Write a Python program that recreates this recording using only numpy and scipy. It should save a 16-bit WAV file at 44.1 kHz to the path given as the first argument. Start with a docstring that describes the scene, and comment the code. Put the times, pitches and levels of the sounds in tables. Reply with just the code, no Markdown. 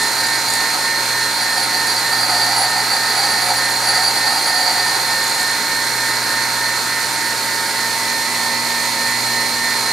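"""In a workshop a bench grinder runs steadily: mains hum, the beating whine of two ball bearings, air roar.
A hand-held steel tool bit is pressed on the wheel in uneven strokes, then lifted away. Dense grain strikes
excite resonances of bit and tool rest, with spark hiss; sparse noise bursts are catching grains. The whine
is a sum of sines at ball-pass multiples, the roar is band-filtered noise; both follow the worker's pose,
and an arm reaching past the machine shades the whine."""
import sys
import numpy as np
from scipy import signal
from scipy.fft import rfft, irfft
from scipy.io import wavfile
from scipy.ndimage import uniform_filter1d

SR = 44100
rng = np.random.default_rng(int(sys.argv[2]) if len(sys.argv) > 2 else 0)


def master(y):
    """Save y as 16-bit WAV."""
    cut = np.clip(np.atleast_2d(y).T, -1, 1)
    pcm = np.round(cut * 32767)  # scale
    wavfile.write(sys.argv[1], SR, pcm.astype(np.int16))


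def nominal_scale(level):
    """Amplitude ratio for a level in decibels (scalar or array-like)."""
    x = np.asarray(level, float) / 20
    return 10 ** x


N = 437472
SHAFT_HZ = 59.66

# Steady contact of tool and wheel: t/s, tool rest level/dB rms, mean spark hiss level/dB rms
CONTACT = [(0.0, -36, -31), (0.5, -35, -30), (0.78, -32, -35), (1.12, -55, -48), (1.45, -33, -41),
           (2.08, -34, -38), (2.3, -25, -40), (2.5, -24, -38), (2.86, -31, -37), (3.2, -27.5, -35),
           (3.5, -29, -37), (3.72, -32, -30), (3.95, -23, -35), (4.17, -32, -36), (4.68, -27, -37),
           (5.1, -31.5, -35), (5.4, -32, -27), (5.6, -48, -43), (5.83, -76, -71)]


def grinding(phase_per_hz):
    """Impact excitation: one train of grain strikes drives both the steel and the sparks."""
    rest_db, hiss_db = in_time(CONTACT)
    shank, tip, rest, biting = bites()
    grit = grain_strikes(phase_per_hz)
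    hiss_swing = np.minimum(biting, 1) - 0.5
    return steel(grit, rest_db, shank, tip, rest) + sparks(grit, phase_per_hz, hiss_db, hiss_swing)


def grain_strikes(phase_per_hz):
    """Random impulse train, amplitude-modulated by wheel runout (once and twice a turn) and a shaky hand."""
    strikes_per_s = 6000
    runout = 1 + 0.18 * np.cos(SHAFT_HZ * phase_per_hz) + 0.23 * np.cos(2 * SHAFT_HZ * phase_per_hz)
    bite = nominal_scale(1.3 * drift(25.0)) * runout
    sizes = nominal_scale(5.0 * np.minimum(rng.exponential(1, (2, N)), 5))
    signs = rng.choice([-1, 1], (2, N))
    struck = rng.random((2, N)) < strikes_per_s / SR
    return bite * sizes * signs * struck + 1e-18


# Resonances of tool rest, bit shank and bit tip: f/Hz, width/Hz, relative level/dB
REST_MODES = [(529, 18, -11.5), (728.4, 18.5, 1.5), (747, 29, -2), (801, 20.5, 0), (822, 28, -5.5),
              (871, 25, -2), (966, 20, -10), (1285, 58, -9.5), (1500, 31, -13.5), (1960, 77, -12)]
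SHANK_MODES = [(4500, 60, -15), (4576, 32, 0), (4690, 50, -14), (4778, 45, -9), (4860, 70, -15)]
TIP_MODES = [(9628, 36, -6), (9972, 26, 0), (10190, 120, -15), (14980, 50, -22), (15590, 50, -22)]


def steel(grit, rest_db, shank, tip, rest):
    """Modal resonance: bite powers add to the steady ringing power of each part."""
    shank_under_rest_db, tip_under_rest_db = -1, -10.5   # steady ringing between bites
    parts = [(REST_MODES, rest, 0), (SHANK_MODES, shank, shank_under_rest_db),
             (TIP_MODES, tip, tip_under_rest_db)]
    out = 0
    for modes, bite_power, under_rest_db in parts:
        height = np.sqrt(bite_power + nominal_scale(2 * (rest_db + under_rest_db)))
        out = out + height * evened(ringing(grit, modes), share=0.51)
    return out


# Broad hiss resonances: f/Hz, width/Hz, relative level/dB
HISS_MODES = [(6720, 90, 8), (7220, 270, 2), (8200, 310, 3), (10300, 2000, -4)]


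def sparks(grit, phase_per_hz, hiss_db, hiss_swing):
    """Periodic modulation: sparks fly most once a turn, under the wheel's high spot, and swell with bites."""
    swell_db = 3.5
    once_a_turn = np.exp(1.4 * (np.cos(SHAFT_HZ * phase_per_hz) - 1))
    high_spot = 1.5 + once_a_turn * nominal_scale(3.0 * drift(25.0))
    return nominal_scale(hiss_db + swell_db * hiss_swing) * ringing(grit * high_spot, HISS_MODES)


# The hand jerks the tool into the wheel: centre t/s, length/s between the 1/e points of power,
# then shank, tip and tool rest level/dB rms, added in power to the steady contact
BITES = [(0.042, 0.082, -38, -30.0, -33), (0.2, 0.035, -28.0, -34.0, -43.0), (0.26, 0.034, -24, -41, -35.0),
         (0.345, 0.029, -25, -34.0, -35), (0.493, 0.037, -26, -34, -34.0), (0.546, 0.042, -31.0, -31, -33),
         (0.63, 0.04, -36, -39, -28), (0.748, 0.045, -36.0, -38.0, -28), (1.357, 0.03, -28.0, -35.0, -36),
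         (1.426, 0.033, -24, -28, -31.0), (1.585, 0.035, -21.5, -27, -25),
         (1.641, 0.029, -26.0, -26, -36.0), (1.758, 0.035, -23, -35.0, -28), (1.902, 0.05, -23, -29, -30),
         (1.967, 0.044, -22, -33, -29), (2.137, 0.038, -20, -36.0, -24), (2.226, 0.059, -20, -32, -25),
         (2.303, 0.04, -23.0, -37, -22), (2.355, 0.057, -22, -36, -26.0), (2.43, 0.038, -22, -39, -33),
         (2.534, 0.025, -21, -37, -25.0), (2.6, 0.067, -27, -26, -25), (2.64, 0.054, -22, -35, -28.0),
         (2.7, 0.027, -34, -32.0, -37), (2.79, 0.051, -21.5, -36.0, -25), (2.942, 0.064, -22, -32.0, -24),
         (3.044, 0.05, -24.0, -39, -29.0), (3.101, 0.029, -21, -35, -36), (3.18, 0.055, -22, -30.0, -22.5),
         (3.244, 0.043, -21.0, -37, -25), (3.317, 0.05, -24, -27, -27), (3.375, 0.038, -27, -36, -26.0),
         (3.424, 0.039, -22, -32.0, -31), (3.463, 0.053, -28, -31.0, -33), (3.505, 0.073, -26, -33.0, -23),
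         (3.577, 0.029, -22, -25, -30), (3.651, 0.031, -34, -29, -36), (3.718, 0.027, -30.0, -27, -32),
         (3.887, 0.06, -20, -28.0, -26), (3.964, 0.04, -18.5, -31.0, -32),
         (4.064, 0.061, -17.5, -29.0, -30), (4.172, 0.044, -22, -30.0, -31.0),
         (4.273, 0.052, -20.0, -39, -22.5), (4.324, 0.066, -28, -31, -27), (4.373, 0.033, -24, -36, -23),
         (4.422, 0.027, -31, -31.0, -39), (4.48, 0.052, -25.0, -29, -26), (4.562, 0.035, -22, -29.0, -30.0),
         (4.606, 0.052, -23.0, -35, -25.0), (4.688, 0.061, -20.0, -39, -22), (4.77, 0.037, -25.0, -35, -22),
         (4.81, 0.032, -23, -37, -33), (4.88, 0.045, -23, -32.0, -38), (4.95, 0.04, -31.0, -31, -28.0),
         (5.02, 0.035, -33, -34.0, -39), (5.07, 0.04, -37, -32.0, -32.0), (5.12, 0.032, -31, -34, -29.0)]


def bites():
    """Energy envelopes: bell-shaped power of shank, tip and rest, and the bare bell of every bite."""
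    out, clock = np.zeros((4, N)), np.arange(N) / SR
    for centre, length, *levels_db in BITES:
        near = slice(max(int((centre - 2 * length) * SR), 0), int((centre + 2 * length) * SR))
        bell = np.exp(-np.abs(2 * (clock[near] - centre) / length) ** 2.8)
        powers = nominal_scale(2 * np.array(levels_db + [0]))
        out[:, near] += bell * powers[:, None]
    return out


def evened(x, share):
    """Envelope levelling: quick swells and gaps of the ringing are partly levelled; rms 1."""
    power = uniform_filter1d(np.mean(x ** 2, axis=0), size=700)
    slow = uniform_filter1d(power, size=8000)
    levelling = (slow + 1e-9) / (power + 0.1 * slow + 1e-9)
    return rms_one(x * levelling ** (np.clip(share, 0, 1) / 2))


# Proud grains catching the tool edge: t/s, relative level/dB
SNAGS = [(0.0343, -10), (0.1535, -13), (0.2094, -11), (0.3022, -13), (0.4194, -14), (0.4694, -14),
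         (0.5033, -6), (0.5372, -3), (0.6194, -18), (0.6994, -14), (1.87, -5), (5.239, -8), (5.2794, -7),
         (5.2964, -8), (5.3794, -11), (5.4294, -7)]


def snags():
    """Transient excitation: noise scratches, decaying over two milliseconds, ring the tool's bright modes."""
    burst = np.zeros((2, N))
    fade = np.exp(-np.arange(400) / (0.002 * SR))
    for s, level_db in SNAGS:
        at = round(s * SR)
        burst[:, at:at + 400] += nominal_scale(level_db) * fade * rng.standard_normal((2, 400))
    burst_rms = np.sqrt(np.mean(burst ** 2))
    return ringing(burst + 1e-18, HISS_MODES) * burst_rms * nominal_scale(-8.5)


def ringing(grit, modes):
    """Parallel resonators: each mode is a two-pole filter with alternating sign; the sum has rms 1."""
    out = 0
    for k, (hz, width_hz, level_db) in enumerate(modes):
        r = np.exp(-np.pi * width_hz / SR)
        poles = [1, -2 * r * np.cos(2 * np.pi * hz / SR), r * r]
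        mid, side = signal.lfilter([1, 0, -1], poles, grit)
        gain = (-1) ** k * nominal_scale(level_db) * (1 - r * r) / 2
        out = out + gain * spread(mid, side, hz)
    return rms_one(out)


# Balls over the outer race of near and far bearing: f/Hz
BALL_PASS_HZ = (181.55, 181.881)
# Bearing lines: multiple of ball pass, shaft turns added, near and far bearing level/dB rms
# (levels here and in CASING_TONES are before pose and stereo lean)
BALL_LINES = [(1, 0, -55.5, -70.0), (3, 0, -70.0, -46.2), (4, 0, -55.6, -55.6), (4, 1, -51.3, -70.0),
              (5, 0, -31.4, -70.0), (6, 0, -70.0, -49.5), (7, 0, -70.0, -45.5), (7, 1, -70.0, -49.4),
              (8, -1, -70.0, -52.7), (8, 0, -38.3, -70.0), (9, -1, -42.0, -70.0), (9, 0, -44.4, -46.9),
              (9, 1, -47.4, -70.0), (10, 0, -30.2, -32.1), (10, 1, -70.0, -48.4), (11, -1, -47.0, -70.0),
              (11, 0, -37.8, -38.6), (11, 1, -47.3, -49.1), (11, 2, -70.0, -48.3), (12, 0, -45.6, -47.2),
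              (12, 1, -70.0, -43.9), (12, 2, -50.6, -70.0), (13, 0, -50.8, -49.4), (13, 1, -54.0, -52.0),
              (14, 0, -70.0, -52.7), (15, -1, -57.1, -54.7), (15, 0, -57.2, -53.4), (16, 0, -55.3, -70.0),
              (18, 0, -54.0, -70.0), (19, -1, -70.0, -53.8), (19, 0, -70.0, -54.1), (19, 1, -70.0, -52.8),
              (20, 0, -70.0, -47.0), (21, -1, -70.0, -55.4), (21, 0, -53.1, -53.0), (22, -1, -70.0, -44.2),
              (22, 0, -70.0, -49.2), (23, -1, -70.0, -46.3), (23, 0, -46.4, -28.6), (23, 1, -70.0, -41.0),
              (24, -1, -70.0, -47.5), (24, 0, -43.2, -35.1), (24, 1, -70.0, -42.4), (25, 0, -45.8, -42.5),
              (26, -1, -70.0, -46.1), (26, 0, -70.0, -47.7), (27, -1, -70.0, -49.4), (27, 1, -70.0, -47.2),
              (30, 0, -70.0, -51.9), (30, 1, -53.9, -54.5), (31, 1, -70.0, -53.7), (32, 0, -70.0, -48.5),
              (34, 0, -70.0, -48.4), (34, 1, -70.0, -54.2), (35, -1, -70.0, -51.1), (35, 0, -70.0, -49.0),
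              (36, -1, -70.0, -57.2), (40, -1, -70.0, -52.8)]
# Further steady tones of cage and casing: f/Hz, level/dB rms
CASING_TONES = [(298.8, -51.2), (417.5, -50.1), (591.8, -55.8), (597.0, -49.8), (657.1, -54.7),
                (663.1, -48.5), (685.7, -54.7), (776.5, -50.4), (954.9, -40.8), (1014.8, -45.8),
                (1074.1, -47.0), (1193.7, -53.7), (1293.7, -51.1), (1312.5, -51.6), (1432.4, -46.3),
                (1492.2, -49.6), (1611.2, -41.9), (1656.8, -44.9), (1671.2, -53.8), (1790.1, -42.4),
                (1805.1, -52.3), (1838.1, -46.6), (1851.2, -52.1), (1969.6, -54.1), (1974.2, -48.8),
                (2201.2, -46.3), (2269.3, -49.2), (2285.2, -48.9), (2519.4, -57.3), (2564.8, -55.2),
                (3043.9, -58.7), (3245.8, -57.3), (3282.8, -57.1), (3405.6, -56.8), (3609.5, -52.7),
                (3633.8, -50.8), (3654.3, -54.6), (3790.5, -55.5), (4017.6, -53.9), (4064.4, -46.7),
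                (4091.0, -51.4), (4198.6, -49.5), (4221.2, -47.6), (4318.5, -48.3), (4562.0, -50.3),
                (4592.6, -50.5), (4776.7, -47.3), (4821.8, -50.9), (5005.1, -50.1), (5051.2, -50.8),
                (5278.7, -51.6), (5462.4, -52.4), (5691.2, -56.7), (5735.9, -54.2), (5758.8, -56.2),
                (5841.2, -55.8), (5966.4, -56.1), (7058.8, -50.9), (7288.5, -52.0), (7748.3, -54.2),
                (10182.2, -56.3)]
# Slow shift in beat timing: the far bearing's phase lags, then returns: t/s, phase per multiple/rad
BEAT_SHIFT = [(0.0, 0), (1.5, -.01), (3, -.035), (5, -.07), (7, -.035), (9.92, 0)]
# Quick flutter of the high whine: f/Hz, depth 0-1
FLUTTER = [(18.1, 0.08), (22.7, 0.05), (40.3, 0.11)]
# Centres of the whine groups: f/Hz
GROUP_HZ = (908, 1560, 1817, 1999, 4183, 4365, 6184)
# Shift of each group: level/dB, change/dB for hands off, arm across, weight on bench
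WHINE_SHIFT = [(0.5, 0.3, 0.3, 1), (1.7, 0.2, -1.5, -10), (1.5, 0, -3, 0.5), (0.36, 2.1, -0.5, 1.3),
               (2.5, -1.5, -4.5, 0.5), (2.5, -1.1, 0, 0.8), (3, -0.2, 0.1, 0.5)]


def whine(phase_per_hz):
    """Beating: ball-pass multiples with shaft sidebands; equal multiples of two bearings interfere."""
    bearing_lag_rad, housing_lag_rad = -1.7, -1.75   # far against near: per multiple, overall
    groups = np.zeros((len(GROUP_HZ), 2, N), np.float32)
    beat_shift, = in_time(BEAT_SHIFT)

    def nearest(hz):
        return np.argmin(np.abs(np.log(hz / np.array(GROUP_HZ))))

    for multiple, side, *levels_db in BALL_LINES:
        start = rng.uniform(0, 2 * np.pi)
        for far, (rate, level_db) in enumerate(zip(BALL_PASS_HZ, levels_db)):
            hz = multiple * rate + side * SHAFT_HZ
            lag = far * (multiple * (bearing_lag_rad + beat_shift) + housing_lag_rad)
            waver_db = 0.6 if level_db > -40 else 2.5   # weak lines come and go
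            if level_db > -66:   # weaker lines are silent
                groups[nearest(hz)] += tone(hz * phase_per_hz + start + lag, hz, level_db, waver_db)
    for hz, level_db in CASING_TONES:
        start = rng.uniform(0, 2 * np.pi)
        groups[nearest(hz)] += tone(hz * phase_per_hz + start, hz, level_db, waver_db=2.5)
    flutter = sum(depth * np.cos(hz * phase_per_hz + rng.uniform(0, 2 * np.pi)) for hz, depth in FLUTTER)
    groups[4:] *= 1 + flutter
    return sum(nominal_scale(posed(shift)) * group for group, shift in zip(groups, WHINE_SHIFT))


# Shaft and magnetic hum: f/Hz, level/dB rms
HUM = [(59.66, -65.5), (120, -43.5)]
# Buzz: level/dB rms, change/dB for hands off, arm across, weight on bench
BUZZ_SHIFT = (-46, 2.5, -1.5, 7.5)


def hum():
    """Magnetic forcing at the mains octave, plus a shaft tone; the next octave buzzes in the loaded bench."""
    buzz_hz = 240
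    clock = 2 * np.pi * np.arange(N) / SR
    steady = sum(tone(hz * clock, hz, level_db, waver_db=2.0) for hz, level_db in HUM)
    return steady + tone(buzz_hz * clock, buzz_hz, posed(BUZZ_SHIFT), waver_db=0.6)


# Air and rolling roar before guard, pose and stereo lean: f/Hz, density level/dB per Hz
ROAR = [(35, -84.5), (100, -72), (200, -67), (300, -62.5), (650, -62), (940, -57.5), (1200, -60),
        (2200, -60.5), (3050, -68), (4400, -58.5), (5700, -65), (9200, -63.5), (13000, -72), (15700, -74.5)]
# The wheel guard colours the roar: f/Hz, width/Hz, peak level/dB
GUARD = [(657, 69, -4.5), (1206, 36, -11), (1284, 49, 6.5), (6200, 100, 2), (7100, 280, 2),
         (7820, 210, -4.5)]
# Bands that the body shades or mirrors: f/Hz, level/dB, change/dB for hands off, arm across, weight on bench
ROAR_SHIFT = [(850, 0.4, -0.3, 0.3, 0), (1200, 0.3, 0, -1, -0.6), (1700, 0.6, -1, 0.3, -2),
              (2400, 0, -2.2, -0.7, 1), (3400, -0.3, -0.6, 1, 0.4)]


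def roar(phase_per_hz):
    """Broadband flow noise: bands flicker, half an octave wide from 250 Hz; upper ones throb with the machine."""
    hz = np.maximum(np.fft.rfftfreq(N, 1 / SR), 10)
    guard_db = sum(db / (1 + (2 * (hz - centre) / width) ** 2) for centre, width, db in GUARD)
    white = rfft(rng.standard_normal((2, N)))
    coloured = white * nominal_scale(at_hz(ROAR, hz) + guard_db) * np.sqrt(SR / 2)
    throb = 0.016 * np.cos(SHAFT_HZ * phase_per_hz) + 0.037 * np.cos(BALL_PASS_HZ[1] * phase_per_hz)
    out, together = 0, drift(11.0)
    edges = np.r_[0, 62.5, 125, 250 * 2 ** np.arange(0, 6.6, 0.5)]
    for low, high in zip(edges, edges[1:]):
        mid, side = irfft(coloured * ((hz >= low) & (hz < high)), N)
        flicker_db = 0.4 * together + 0.5 * drift(15.0)
        gain = nominal_scale(flicker_db) * (1 + throb * (low > 2500))
        for band_hz, *shift in ROAR_SHIFT:
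            if low < band_hz < high:
                gain = gain * nominal_scale(posed(shift))
        out = out + gain * spread(mid, side, (low + high) / 2)
    return out


# Where the worker is: t/s, hands off the wheel 0-1, arm across the machine 0-1, weight on the bench 0-1
POSE = [(0.0, 0.06, 0, 0.08), (5.4, 0, 0, 0.06), (6.1, 1, 0.2, 0), (6.7, 0.6, 0.04, 0), (7.2, 1, 1, .03),
        (7.7, 1, 1, 0), (7.95, 0.8, 0.7, 0.6), (8.7, 1, 0.55, 1), (9.3, 1, 0.2, 0.87), (9.92, 0.9, .1, 0.7)]


def posed(shift):
    """Shading and loading by the body: a level in dB that follows the worker's pose."""
    level_db, *changes_db = shift
    return level_db + sum(change_db * share for change_db, share in zip(changes_db, in_time(POSE)))


# Left-right likeness left by the room: f/Hz, likeness 0-1
LIKENESS = [(60, 0.93), (100, 1), (180, 0.99), (310, 0.97), (550, 0.92), (950, 0.92), (1650, 0.92),
            (2860, 0.69), (4970, 0.94), (8640, 0.66), (15000, 0.86)]


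def likeness(hz):
    """Interaural coherence at a frequency, 0-1."""
    return np.clip(at_hz(LIKENESS, hz), 0, 1)


def spread(mid, side, hz):
    """Partial coherence: left and right from two unrelated signals, as alike as the room leaves them."""
    alike = likeness(hz)
    return np.sqrt((1 + alike) / 2) * mid + np.sqrt((1 - alike) / 2) * side * [[1], [-1]]


def tone(phase, hz, level_db, waver_db):
    """Phase difference by reflection: a wavering sine, its phase skewed between the two sides."""
    skew = rng.normal(0, 1) * np.sqrt(1 - likeness(hz)) * 0.82
    waver = np.repeat(nominal_scale(waver_db * slow_chance(1.5)), 100)[:N]
    height = (np.sqrt(2) * nominal_scale(level_db) * waver).astype(np.float32)
    return height * np.sin((phase + [[skew], [-skew]]).astype(np.float32))


def slow_chance(rate_hz):
    """Low-passed noise: two one-pole stages, rms 1, one value per 100 samples."""
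    r = np.exp(-2 * np.pi * rate_hz * 100 / SR)
    noise = rng.standard_normal(N // 100 + 3002)
    slow = signal.lfilter([1], [1, -2 * r, r * r], noise)[3000:]   # settled part
    return rms_one(slow - slow.mean())


def drift(rate_hz):
    """Linear interpolation: slow chance, sample by sample."""
    slow = slow_chance(rate_hz)
    return np.interp(np.arange(N) / 100, np.arange(len(slow)), slow)


def in_time(rows):
    """Linear interpolation: columns of a curve table, sample by sample."""
    s, *columns = np.transpose(rows)
    return [np.interp(np.arange(N) / SR, s, column) for column in columns]


def at_hz(points, hz):
    """Logarithmic frequency scale: value of a spectrum table at hz."""
    table_hz, values = np.transpose(points)
    return np.interp(np.log(hz), np.log(table_hz), values)


def rms_one(x):
    """Energy normalisation: scale to rms 1."""
    return x / np.sqrt(np.mean(x ** 2) + 1e-20)


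# Left-right balance of all but the hum: f/Hz, level/dB
LEAN = [(60, 3), (100, 2.5), (180, 1), (310, -0.5), (550, 0), (950, -1), (1650, -2.5), (2860, -3.5),
        (4970, -2), (8640, -3.5), (15000, 0.5)]
# Further balance above the bass: level/dB, change/dB for hands off, arm across, weight on bench
LEAN_SHIFT = (-0.45, -0.6, -0.1, -0.2)


def leaned(x):
    """Level difference between ears: the treble mostly leans right, more so once the hands move off."""
    sides = np.array([[1], [-1]])
    hz = np.maximum(np.fft.rfftfreq(N, 1 / SR), 10)
    moving = irfft(rfft(x) * (hz > 500), N)   # the bass keeps its place
    x = x + moving * (nominal_scale(posed(LEAN_SHIFT) / 2 * sides) - 1)
    return irfft(rfft(x) * nominal_scale(at_hz(LEAN, hz) / 2 * sides), N)


def scene():
    """Superposition: grinding, whine and roar share one slightly wandering speed; snags and hum are added."""
    phase_per_hz = 2 * np.pi * np.cumsum(1 + 0.0002 * drift(0.5)) / SR   # rad per Hz
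    upper = grinding(phase_per_hz) + snags() + whine(phase_per_hz) + roar(phase_per_hz)
    return leaned(upper) + hum()


def top_cut(x):
    """Nothing passes above the cut-off."""
    return signal.sosfilt(signal.butter(12, 15990, fs=SR, output="sos"), x)


def record(dry):
    """Band limitation: a steep Chebyshev low-pass cuts the top."""
    low_pass = signal.cheby2(14, 60, 15950, fs=SR, output="sos")
    cut = signal.sosfilt(low_pass, dry)
    return top_cut(cut)


dry = scene()
out = record(dry)
master(out)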